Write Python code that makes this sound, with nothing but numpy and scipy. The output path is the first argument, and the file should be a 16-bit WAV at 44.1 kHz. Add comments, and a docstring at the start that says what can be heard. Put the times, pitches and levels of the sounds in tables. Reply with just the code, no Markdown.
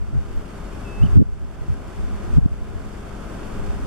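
"""A steady distant rush and hiss on an open muddy shore, buffeted by low wind, with one thin bird whistle.
Filtered noise makes the rush and hiss, wandering sines a faint hum, and a gliding sine the wading bird.
Wind is low noise and runs of pressure pulses, mostly opposite in sense at two close microphone ports.
The two strongest bouts of gusts overload the recorder and drive its gain control down; the background
swells back after each. One tiny high tick is a decaying burst of noise."""
import sys
import numpy as np
from scipy import signal
from scipy.fft import rfft, irfft
from scipy.io import wavfile
from scipy.ndimage import uniform_filter1d, minimum_filter1d

SR = 44100
rng = np.random.default_rng(int(sys.argv[2]) if len(sys.argv) > 2 else 0)


def put_to_file(sound):
    """Save the sound as 16-bit audio at rate SR, in the file named by the first command-line argument."""
    columns = np.atleast_2d(sound).T  # one column per channel
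    safe = np.clip(columns, -1, 1)
    whole_steps = np.round(safe * 32767)
    wavfile.write(sys.argv[1], SR, whole_steps.astype(np.int16))


N = 170226
T = np.arange(N) / SR
HZ = np.arange(N // 2 + 1) * SR / N
OPPOSITE = np.array([[1], [-1]])   # left and right in opposite senses


def from_db(db):
    """Decibels are logarithmic: 20 dB is a factor of ten in amplitude."""
    return 10 ** (np.asarray(db) / 20)


def rms_one(x):
    """Normalisation: divide by the root mean square, so that a level in dB can be set afterwards."""
    return x / np.sqrt(np.mean(x ** 2) + 1e-20)


def in_time(rows):
    """Linear interpolation: each column of a time curve, at every sample."""
    seconds, *columns = np.transpose(rows)
    return [np.interp(T, seconds, column) for column in columns]


def over_hz(points):
    """Interpolation on a logarithmic frequency axis: a (Hz, dB) curve at every frequency."""
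    hz, db = np.transpose(points)
    return np.interp(np.log(HZ + 1e-9), np.log(hz), db)


def white():
    """White noise has equal expected power at all frequencies; this is its spectrum, freshly drawn."""
    return rfft(rng.standard_normal(N))


def coloured(noise, points):
    """Spectral shaping: a noise spectrum weighted by (Hz, dB) points, as a signal of unit rms."""
    return rms_one(irfft(noise * from_db(over_hz(points)), N))


def drift(rate_hz):
    """Low-passed noise fluctuates slowly at random; scaled to unit rms."""
    return rms_one(irfft(white() / (1 + (HZ / rate_hz) ** 2), N))


# Spectra of the air sound, common to both sides and opposite between them.
# Each row: frequency in Hz, relative spectral level in dB.
COMMON_SPECTRUM = [(10, -17), (20, 4), (31, -9.5), (62, -2.5), (130, -7.5), (350, -11.5), (490, -18),
                   (650, -18), (950, -22), (1350, -21.5), (1620, -24.5), (1780, -30), (2700, -33.5),
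                   (3500, -36.5), (4500, -39.5), (6500, -43), (8600, -42.5), (9500, -48), (13000, -52.5),
                   (14500, -63)]
OPPOSED_SPECTRUM = [(10, -7), (40, -6), (100, -13), (250, -13.5), (720, -16), (1200, -25), (2700, -31.5),
                    (4500, -38.5), (7000, -38.5), (9500, -40), (13000, -45), (14500, -58)]
# Slow swell of the air sound. Each row: time in seconds, gain in dB.
AIR_SWELL = [(0, 1.5), (.6, 0.34), (1.15, -0.8), (1.6, -0.35), (2.1, -0.5), (2.7, 0.5), (3.05, -0.26),
             (3.5, 0.7), (3.85, -0.2)]
COMMON_DB, OPPOSED_DB = -32, -38.5        # rms before swell and waver
QUADRATURE_SHARE = 0.2                    # quarter-cycle share of the common noise, as amplitude
RUSH_TOP_HZ = 1730                        # the rush lies below, the hiss above
RUSH_WAVER_DB, HISS_WAVER_DB = 0.38, 0.64   # rms


def background():
    """Partly coherent noise: rush and hiss swell and waver, and the phase lag at left places them rightward."""
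    common_noise = white()
    independent_part = np.sqrt(1 - QUADRATURE_SHARE ** 2) * white()
    lagging_part = -1j * QUADRATURE_SHARE * common_noise   # -1j turns the phase back a quarter cycle
    mid = from_db(COMMON_DB) * coloured(common_noise, COMMON_SPECTRUM)
    side = from_db(OPPOSED_DB) * coloured(independent_part + lagging_part, OPPOSED_SPECTRUM)
    swell_db, = in_time(AIR_SWELL)
    air = np.array([mid + side, mid - side]) * from_db(swell_db)
    rush = irfft(rfft(air) / (1 + (HZ / RUSH_TOP_HZ) ** 12), N)
    hiss = air - rush
    return rush * from_db(RUSH_WAVER_DB * drift(10)) + hiss * from_db(HISS_WAVER_DB * drift(42))


# Faint tones. Each row: mean frequency in Hz, level in dB rms about which it wanders.
HUM = [(43.5, -38), (206, -44), (408, -48), (1017, -59.5), (1244, -57.5)]
HUM_WANDER_HZ, HUM_WANDER_DB = 1.66, 2   # rms


def hum():
    """Frequency and amplitude modulation: slow chance moves the pitch and level of each sine."""
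    total = np.zeros(N)
    for hz, db in HUM:
        level = from_db(db + HUM_WANDER_DB * drift(9))
        phase = 2 * np.pi * np.cumsum(hz + HUM_WANDER_HZ * drift(5.5)) / SR
        total += level * np.sqrt(2) * np.sin(phase)
    return total


# Lean of the background and hum. Each row: frequency in Hz, left minus right in dB.
BALANCE = [(70, 5), (180, 0.5), (420, 2), (900, -1), (2300, -0.7), (6000, 0)]


def leaning(x):
    """Interaural level difference: half the lean is added at left and half taken from the right."""
    return irfft(rfft(x) * from_db(over_hz(BALANCE) / 2 * OPPOSITE), N)


# A tiny high tick. Each row: start in seconds, level at onset in dB rms.
TICKS = [(0.3618, -40)]
TICK_HZ, TICK_HALF_WIDTH_HZ, TICK_DECAY_S = 12700, 1200, .0007   # decay is the time constant


def ticks():
    """Exponential decay: band-limited high noise starts at once and dies away within milliseconds."""
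    bursts = np.zeros(N)
    for start, db in TICKS:
        bursts += from_db(db) * (T >= start) * np.exp(-np.abs(T - start) / TICK_DECAY_S)
    band = 1 / (1 + ((HZ - TICK_HZ) / TICK_HALF_WIDTH_HZ) ** 2)
    return bursts * rms_one(irfft(white() * band, N))


# The bird's whistle, level and then arched. Each row: time in seconds, frequency in Hz,
# level in dB rms before waver.
WHISTLE = [(.845, 2600, -60), (.856, 2655, -47), (.884, 2604, -47.5), (.986, 2612, -48), (1.02, 2640, -49),
           (1.036, 2980, -39), (1.049, 3130, -62), (1.061, 3000, -41.5), (1.076, 2550, -55)]
WHISTLE_WAVER_DB, WHISTLE_WAVER_HZ = .6, 6   # rms
SCATTER_DB, SCATTER_S = -16, .22   # scatter energy relative to the call, and time to fall 60 dB


def bird():
    """A nearly pure tone and its diffuse scatter from the shore, by convolution with decaying noise."""
    hz, db = in_time(WHISTLE)
    within = (T > WHISTLE[0][0]) & (T < WHISTLE[-1][0])
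    sounding = uniform_filter1d(within * 1., size=200)   # softened ends
    level = from_db(db + WHISTLE_WAVER_DB * drift(40))
    phase = 2 * np.pi * np.cumsum(hz + WHISTLE_WAVER_HZ * drift(58)) / SR
    call = sounding * level * np.sqrt(2) * np.sin(phase)
    scatter = rng.standard_normal((2, SR // 2)) * from_db(-60 * T[:SR // 2] / SCATTER_S)
    scatter /= np.sqrt(np.sum(scatter ** 2, axis=1, keepdims=True))   # unit energy on each side
    return call + from_db(SCATTER_DB) * signal.fftconvolve(call[None], scatter)[:, :N]


BREEZE_BOTTOM_HZ, BREEZE_TOP_HZ = 33, 88.5


def turbulence():
    """Turbulent pressure as band-limited noise: low rumbling swings of unit rms."""
    low_cut = (HZ / BREEZE_BOTTOM_HZ) ** 2 / np.sqrt(1 + (HZ / BREEZE_BOTTOM_HZ) ** 4)
    high_cut = 1 / np.sqrt(1 + (HZ / BREEZE_TOP_HZ) ** 8)
    return rms_one(irfft(white() * low_cut * high_cut, N))


EDDIES_PER_CYCLE = 1.1       # before rounding to an odd count
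EDDY_SPREAD_OCTAVES = 0.57   # either way from the centre
GUST_EDGE_DB = -9.5          # first and last eddy, relative to the middle one


def gust(middle_s, length_s, centre_hz):
    """Superposed eddies: each a rounded push with a rebound on both sides, strongest mid-gust; peak 1."""
    near = np.abs(T - middle_s) < length_s + .04
    count = 2 * max(1, round(length_s * centre_hz * EDDIES_PER_CYCLE / 2)) + 1
    slots = np.linspace(-1, 1, count)
    jitter, shuffle, sense = rng.uniform(-1, 1, (3, 32))[:, :count]
    times = middle_s + length_s / 2 * (slots + jitter / count)
    hz = centre_hz * 2 ** (EDDY_SPREAD_OCTAVES * slots[np.argsort(shuffle)])
    heights = np.sign(sense) * from_db(GUST_EDGE_DB * np.abs(slots))
    u = (np.pi * hz[:, None] * (T[near] - times[:, None])) ** 2
    pulses = (1 - 2 * u) * np.exp(-u)
    pressure = np.zeros(N)
    pressure[near] = heights @ pulses
    return pressure / np.abs(pressure).max()


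# Breeze on the ports. Each row: time in seconds, opposed level in dB rms before its lumpiness.
BREEZE = [(0, -17.5), (.33, -26), (.46, -45), (.92, -45), (1.0, -19), (1.1, -23), (1.3, -14), (1.5, -28),
          (1.86, -25.5), (1.93, -43), (2.04, -19.5), (2.16, -33), (2.3, -21), (2.55, -24), (2.85, -32),
          (3.05, -45), (3.52, -43), (3.6, -29), (3.85, -34)]
# Gusts. Each row: middle in seconds, peak of the opposed part in dB, length in seconds,
# centre frequency of the eddies in Hz, peak of the common part relative to the opposed in dB.
GUSTS = [(0.165, -3, 0.073, 88, -11.5), (0.372, -8, 0.036, 55, -19), (1.04, -1, 0.031, 98, -13.5),
         (1.064, -9.5, 0.015, 109, -12), (1.134, -8, 0.031, 48, -9.5), (1.164, 3, 0.0097, 137, -22),
         (1.18, 11.5, .018, 119, -13), (1.197, 7.5, 0.019, 163, -14), (1.219, 8, 0.0183, 194, -12.5),
         (1.425, -11.5, .05, 93, -16), (1.618, -11, 0.033, 77, -17), (1.707, -4, 0.048, 79.5, -12.5),
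         (2.001, -12.5, 0.037, 74, -16), (2.338, -8, 0.037, 49.4, -14.5), (2.371, 2.5, 0.014, 84, -14.5),
         (2.386, 7, .014, 105, -11), (2.43, 0, .035, 77.65, -12.5), (2.459, 5, 0.0098, 113, -13),
         (2.52, -7.5, .02, 96, -19), (2.623, -8.5, 0.019, 66, -17), (2.761, -11.5, 0.027, 65.8, -12),
         (2.866, -18, 0.021, 70, -21.5), (3.703, -14, 0.022, 45, -17), (3.839, -19, 0.031, 35.8, -10)]
BREEZE_LUMPINESS_DB, BREEZE_COMMON_DB = 2.8, -20   # rms; common part relative to the opposed


def wind():
    """Pressure differences: breeze and gusts push the ports in opposite senses, with a weaker common part."""
    breeze_db, = in_time(BREEZE)
    breeze = from_db(breeze_db + BREEZE_LUMPINESS_DB * drift(15))
    opposed = breeze * turbulence()
    common = from_db(BREEZE_COMMON_DB) * breeze * turbulence()
    for middle_s, db, length_s, hz, common_db in GUSTS:
        opposed = opposed + from_db(db) * gust(middle_s, length_s, hz)
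        common = common + from_db(db + common_db) * gust(middle_s, length_s, hz)
    return opposed * OPPOSITE + common


def scene():
    """Linear superposition: the sounds and wind pressures add at the two ports."""
    return leaning(background() + hum()) + ticks() + bird() + wind()


LIMIT_DB, START_CUT_DB = .7, 10.5   # peak limit re full scale; least cut at the start
HOLD_S, RELEASE_S, ATTACK_S = 0.12, 0.53, 0.0055   # release is the time constant of the cut in dB


def gain_control(x):
    """Peak limiting: the gain falls just ahead of peaks over the limit, holds briefly, then creeps back."""
    peak_db = 20 * np.log10(np.abs(x).max(axis=0) + 1e-9)   # the louder side governs both
    over = np.maximum(peak_db - LIMIT_DB, 0)
    hold = 2 * int(HOLD_S * SR / 2) + 1
    over = -minimum_filter1d(-over, hold, origin=hold // 2)   # largest excess in the time just past
    over[0] = max(over[0], START_CUT_DB)
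    fade = np.exp(-T / RELEASE_S)
    cut = np.maximum.accumulate(over / fade) * fade
    attack = int(ATTACK_S * SR) + 1
    gain_db = uniform_filter1d(minimum_filter1d(-cut, attack), attack)
    return x * from_db(gain_db)


# Narrow dips of the recorder. Each row: centre in Hz, width in Hz.
NOTCHES = [(3960, 300), (7900, 68)]
OVERLOAD_ORDER = 10   # higher flattens more sharply at full scale
CUTOFF_HZ = 15000


def record(dry):
    """Filtering and saturation: gain control, narrow dips, flattening at full scale, and a top cut."""
    x = gain_control(dry)
    for hz, width_hz in NOTCHES:
        b, a = signal.iirnotch(hz, hz / width_hz, fs=SR)
        x = signal.lfilter(b, a, x)
    x = x / (1 + np.abs(x) ** OVERLOAD_ORDER) ** (1 / OVERLOAD_ORDER)
    top_cut = signal.ellip(10, .1, 80, CUTOFF_HZ, fs=SR, output="sos")
    return signal.sosfilt(top_cut, x)


dry = scene()
out = record(dry)
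put_to_file(out)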